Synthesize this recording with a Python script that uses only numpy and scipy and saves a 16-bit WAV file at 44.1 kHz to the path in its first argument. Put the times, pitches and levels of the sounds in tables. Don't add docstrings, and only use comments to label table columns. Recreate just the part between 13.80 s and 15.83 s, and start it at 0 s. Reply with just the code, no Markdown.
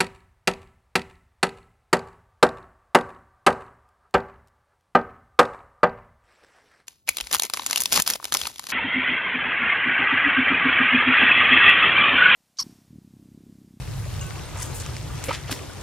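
import sys
import numpy as np
from scipy import signal
from scipy.fft import rfft, irfft, next_fast_len
from scipy.io import wavfile
from scipy.ndimage import uniform_filter1d, map_coordinates

SR = 44100
rng = np.random.default_rng(int(sys.argv[2]) if len(sys.argv) > 2 else 0)


def elevation(decibels):
    levels = np.asarray(decibels, float)
    return 10 ** (levels / 20)


def persist_wave(psi):
    counts = np.round(np.clip(psi, -1, 1) * 32767).astype(np.int16)
    wavfile.write(sys.argv[1], SR, np.atleast_2d(counts).T)


N = 89478


def unit(x):
    return x / np.sqrt(np.mean(x ** 2) + 1e-20)


def along(points, hz):
    f, value = np.transpose(points)
    return np.interp(np.log(hz + 1), np.log(f + 1), value)


def curves(rows):
    s, *columns = np.transpose(rows)
    return [np.interp(np.arange(N) / SR, s, column) for column in columns]


def wobble(rate):
    knots = rng.standard_normal(int(N * rate / SR) + 4)
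    return map_coordinates(knots, [np.arange(N) * rate / SR])


def filtered(x, response):
    m = next_fast_len(x.shape[-1] + 8192)
    spectrum = rfft(x, m) * response(np.fft.rfftfreq(m, 1 / SR))
    return irfft(spectrum, m)[..., :x.shape[-1]]


def rush(spectrum, patchy_db):
    z = signal.stft(rng.standard_normal((2, N)), nperseg=512)[2]
    patches = uniform_filter1d(rng.standard_normal(z.shape[1:]), 6, 0)
    patches = uniform_filter1d(patches, 8, 1)
    pair = signal.istft(z * elevation(patchy_db * unit(patches)), nperseg=512)[1][:, :N]
    return unit(filtered(pair, lambda hz: elevation(along(spectrum, hz))))


def rings(s, db, hz, rise, t60, attack, size):
    t = np.arange(size) / SR
    t60 = np.clip(t60, 2e-4, 9)[:, None]
    glide = 1 + rise[:, None] * np.minimum(t / t60, 1)
    tone = np.sin(2 * np.pi * hz[:, None] * t * glide)
    decay = elevation(db[:, None] - 60 * t / t60)
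    wave = decay * (1 - np.exp(-t / attack)) * tone * (t < t[-1])
    at = np.round(s * SR).astype(int)[:, None] + np.arange(size)
    return np.bincount(at.ravel(), wave.ravel(), N + size + SR)[:N]


def grains(count, hz, octave_scatter, cycles, scatter_db):
    u, g = rng.random((count, 2)), rng.standard_normal(count)
    f = np.clip(hz * np.exp(octave_scatter * g), 300, 14000)
    db = -scatter_db * np.log(u[:, 1] + 0.048)
    return unit(rings(u[:, 0] * N / SR, db, f, 0.25 + 0 * f, cycles / f, attack=3e-4, size=1000))


def smeared(x):
    smear = rng.standard_normal(200) * np.exp(-np.arange(200) / 40)
    return np.array([x, np.convolve(x, smear / np.linalg.norm(smear))[:N]])


# t/s, level/dB
RUMBLE_SWELL = [(0, -32.5), (.4, -31.5), (.7, -35.5), (.95, -32), (1.4, -34.5), (1.55, -37.5),
                (2.03, -38.5)]
# f/Hz, level/dB
RUMBLE_COLOUR = [(15, -45), (30, -16), (42, -4.5), (92, 0.5), (134, 0), (152, -4.5), (182, -16.5),
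                 (260, -45)]


def rumble():
    level_db, = curves(RUMBLE_SWELL)
    return elevation(level_db + 1.3 * wobble(14)) * rush(RUMBLE_COLOUR, patchy_db=.4)


# t/s, level/dB
WADING = [(0, -44), (.2, -43.5), (.45, -42), (.68, -42.5), (.9, -42), (1.2, -42), (1.4, -41.5),
          (1.6, -42.5), (1.8, -42), (2.03, -42)]
# f/Hz, level/dB
WATER_COLOUR = [(120, -37), (190, -1.5), (400, -3.5), (1500, -9.5), (6000, -18), (10000, -23), (14000, -28),
                (16200, -60)]


def water():
    level_db, = curves(WADING)
    gurgle = grains(count=260, hz=1006, octave_scatter=0.64, cycles=13.5, scatter_db=0.9)
    fizz = grains(count=500, hz=5500, octave_scatter=.5, cycles=6, scatter_db=2.5)
    bits = elevation(-12) * gurgle + elevation(-10.5) * fizz
    return elevation(level_db + 0.73 * wobble(12.63)) * (rush(WATER_COLOUR, patchy_db=1.22) + smeared(bits))


# t/s, f/Hz, level/dB
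SQUEAK = [(.15, 9300, -72), (.19, 10300, -59), (.23, 10800, -60), (.27, 11000, -61.5), (.295, 10500, -61),
          (.33, 10700, -57), (.355, 10300, -60), (.41, 9900, -66), (.44, 9700, -78)]


def squeak():
    hz, db = curves(SQUEAK)
    t = np.arange(N) / SR
    on = (t > SQUEAK[0][0]) & (t < SQUEAK[-1][0])

    def tone(ratio):
        shaky_hz = ratio * hz * (1 + 0.004 * wobble(150))
        return elevation(1.8 * wobble(60.6)) * np.sin(2 * np.pi * np.cumsum(shaky_hz) / SR)

    return smeared(on * elevation(db + 2.0) * (tone(1) + elevation(-1.5) * tone(1.18)))


# t/s, peak level/dB, start f/Hz, pitch rise [share], life t60/s
BUBBLES = [(0.254, -37, 7000, .05, .02), (.26, -33.5, 577, 0.15, 0.056), (.507, -35, 1140, 0.12, .015),
           (.655, -40.5, 8800, .05, .03), (.73, -41, 940, .03, .06), (.732, -42, 1220, .03, .07),
           (.752, -41, 1220, .03, .09), (.754, -40, 980, .03, .06), (.765, -39.5, 897, .04, .1),
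           (.79, -42, 1250, .03, 0.088), (.8, -37, 990, .04, .06), (.817, -31, 1940, .04, .025),
           (.82, -37, 1480, .04, .03), (.822, -35, 956, .05, .05), (.825, -40, 3040, 0.023, 0.055),
           (.575, -40, 1090, .02, .05), (1.0617, -29, 1213, 0.041, 0.029),
           (1.093, -35.5, 1230, 0.083, 0.037), (1.3, -34, 1165, 0.054, 0.048),
           (1.415, -33.5, 1430, .1, 0.033), (1.483, -28, 276, .2, 0.056), (1.484, -21, 500, .15, 0.057),
           (1.4917, -19.5, 544, .05, .035), (1.491, -21.5, 2150, 0.26, 0.028),
           (1.493, -20, 1204, 0.15, 0.027), (1.5075, -11.5, 900, 0.1, 0.021),
           (1.5107, -13.5, 1220, 0.09, 0.023), (1.509, -27, 3050, .03, .025), (1.718, -29, 260, .1, .06),
           (1.728, -31, 380, .1, .04), (1.645, -37, 1990, 0.031, 0.031), (1.755, -37, 955.3, 0.088, 0.058),
           (1.81, -39.5, 1133, .05, 0.046), (1.81, -41.5, 362, 0.046, 0.12), (1.855, -37, 910, -.1, .03),
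           (1.727, -32, 1005, 0.08, 0.034), (1.897, -37, 710, 0.08, 0.026), (1.897, -33, 1430, .05, 0.029)]


def bubbles():
    return smeared(elevation(3.5) * rings(*np.transpose(BUBBLES), attack=0.0024, size=4000))


# t/s, peak level/dB, f/Hz
DROPS = [(0.395, -29, 3500), (.467, -26, 8900), (.472, -41, 2500), (0.508, -31.5, 2000), (0.773, -27, 8000),
         (0.824, -27, 7450), (.826, -23, 8500), (0.8296, -17.5, 6200), (.788, -31, 6000), (.804, -26, 8500),
         (.855, -30, 8000), (0.866, -29, 9000), (1.008, -28.5, 5000), (1.004, -27, 12000),
         (.773, -30, 13500), (1.0, -23, 8000), (1.02, -25.5, 6500), (1.025, -32, 1540), (1.063, -24, 6500),
         (1.063, -27, 3000), (1.167, -26.5, 4700), (1.167, -26.5, 2250), (1.229, -29, 8000),
         (1.4403, -22, 7500), (1.4402, -27.5, 2230), (1.4403, -25, 14000), (1.443, -27, 7000),
         (1.446, -29, 8500), (1.696, -28, 1300), (1.696, -28, 750), (1.7136, -21, 3000),
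         (1.7135, -26, 1700), (1.726, -24, 2500), (1.485, -27, 3300), (1.7156, -21, 5500),
         (1.714, -17, 10100), (1.726, -16.5, 4030), (1.935, -29, 8000), (2.012, -31, 7000)]


def drops():
    s, db, hz = np.transpose(DROPS)
    return smeared(rings(s, db + 5, hz, 0 * s, 9 / hz, attack=4e-5, size=600))


# f/Hz, level/dB, t60/s
BELL_MODES = [(1104, -10, .45), (1513, -13, .8), (2616, -13, .5), (2832, -1, .11), (6030, -15, .1),
              (6745, -5, .15), (7628, -9, .15), (10300, -13, .06)]
# t/s, peak level/dB, brightness [dB per octave]
CLINKS = [
    (.4105, -33, -.6),
    (.466, -48, 3),
    (.5, -49, 3),
    (.873, -41, 9),
    (.958, -41, 9),
    (.999, -42, 9),
]


def bell():
    hz, level_db, t60 = np.transpose(BELL_MODES)
    ring = np.zeros(N)
    for s, db, tilt in CLINKS:
        mode_db = db + level_db + tilt * np.log2(hz / 7000) + rng.normal(0, 1.5, len(hz))
        ring += rings(s + 0 * hz, mode_db, hz, 0 * hz, t60, attack=4e-4, size=14000)
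    ring *= elevation(1.6 * wobble(40.3))
    quarter_turn = filtered(ring, lambda f: 1j + 0 * f)
    return np.array([ring, quarter_turn])


# t/s, peak level/dB, f/Hz
ASIDE = [
    (.508, -26, 1500),
    (.508, -28, 3500),
    (1.228, -31, 8000),
    (1.4403, -14, 7500),
    (1.4403, -19, 13000),
]


def drops_aside():
    s, db, hz = np.transpose(ASIDE)
    return np.outer([.4, 1], rings(s, db + 5.5, hz, 0 * s, 4 / hz, attack=4e-5, size=600))


# t/s of the peak, level/dB, centre f/Hz, rise/s, fall t60/s
SPLASHES = [(.775, -43, 1000, .03, .5), (0.774, -44, 7200, 0.002, 0.3), (.805, -41, 7600, 0.011, .4),
            (.828, -31, 7000, 0.005, 0.05), (.82, -43, 2500, 0.024, 0.23),
            (.828, -41.5, 14000, 0.0083, .15), (.855, -45.5, 7500, 0.014, 0.23),
            (.953, -40.5, 9500, 0.008, 0.27), (1.0, -39, 7500, 0.0022, 0.15),
            (1.003, -41.5, 4100, 0.0034, .15), (.98, -43.5, 9500, .012, .2), (1.17, -44.5, 3900, .015, .2),
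            (1.46, -42, 1700, 0.022, 0.33), (1.06, -46, 3100, 0.015, 0.23),
            (1.441, -38.5, 9600, .0006, 0.33), (1.492, -31.5, 2100, 0.0058, .2),
            (1.515, -33.5, 1500, .01, 0.35), (1.55, -34, 3130, 0.018, 0.12),
            (1.685, -39, 2200, 0.0088, 0.21), (1.716, -31.5, 4300, 0.0066, 0.18),
            (1.722, -37.5, 1500, .012, .12), (1.725, -36, 230, .015, 0.083),
            (1.718, -37.5, 11400, 0.0066, 0.18), (1.5, -38, 380, 0.017, 0.27)]


def splashes():
    size, lead = 12000, 4000
    out = np.zeros((2, N + SR))
    t = (np.arange(size) - lead) / SR
    spikes = elevation(2.5 * wobble(600))
    for s, db, centre, rise, t60 in SPLASHES:
        octaves = 0.42 if centre > 6000 else 0.89
        noise = filtered(rng.standard_normal((2, size)),
                         lambda f: np.exp(-.5 * (np.log2((f + 1) / centre) / octaves) ** 2))
        swell = np.exp(-.5 * (t / rise) ** 2)
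        shape = np.where(t < 0, swell, elevation(-60 * np.abs(t) / t60))
        start = round(s * SR) - lead
        out[:, start:start + size] += elevation(db) * shape * unit(noise)
    return out[:, :N] * unit(spikes)


# f/Hz, share
PORT_SHARE = [(1500, .05), (7000, .15), (13000, .5)]


def widened(mid, other, side_db, width):
    def response(hz):
        share = np.clip(along(PORT_SHARE, hz), 0, 1)
        return elevation(side_db + along(width, hz)) * np.array([1j * np.sqrt(share), np.sqrt(1 - share)])

    return np.array([mid, filtered(np.array([mid, other]), response).sum(0)])


# f/Hz, side minus mid/dB
WIDTH = [(30, -19), (130, -9), (290, 1), (640, -5), (1400, -8), (3000, -7), (6000, -.6), (15000, 1.5)]
# f/Hz, side minus mid/dB
NEAR_WIDTH = [(200, -6), (640, -9), (1400, -16), (3500, -15), (6000, -2.5), (15000, -0.5)]
# f/Hz, left minus right/dB
BALANCE = [(100, 1.5), (500, -.6), (2000, 0), (8000, 3.2), (14000, 2)]


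def scene():
    far = rumble() + water()
    near = squeak() + bubbles() + drops() + splashes()
    mid_side = widened(*far, side_db=1.0, width=WIDTH)
    mid_side = mid_side + widened(*near, side_db=-0.5, width=NEAR_WIDTH)
    mid_side = mid_side + widened(*bell(), side_db=0, width=WIDTH)
    mid, side = mid_side + drops_aside()
    return filtered(np.array([mid + side, mid - side]),
                    lambda hz: elevation(np.outer([.5, -.5], along(BALANCE, hz))))


# f/Hz, level/dB
TREBLE_END = [(9500, 0), (12000, -2), (14000, -3), (15300, -4.5), (15800, -7), (16300, -30), (16700, -80)]


def treble_end(x):
    return filtered(x, lambda hz: elevation(along(TREBLE_END, hz)))


def low_pass(x):
    return signal.sosfilt(signal.butter(12, 15750, fs=SR, output="sos"), x)


def record(dry):
    mix = treble_end(dry)
    return low_pass(mix)


dry = scene()
out = record(dry)
persist_wave(out)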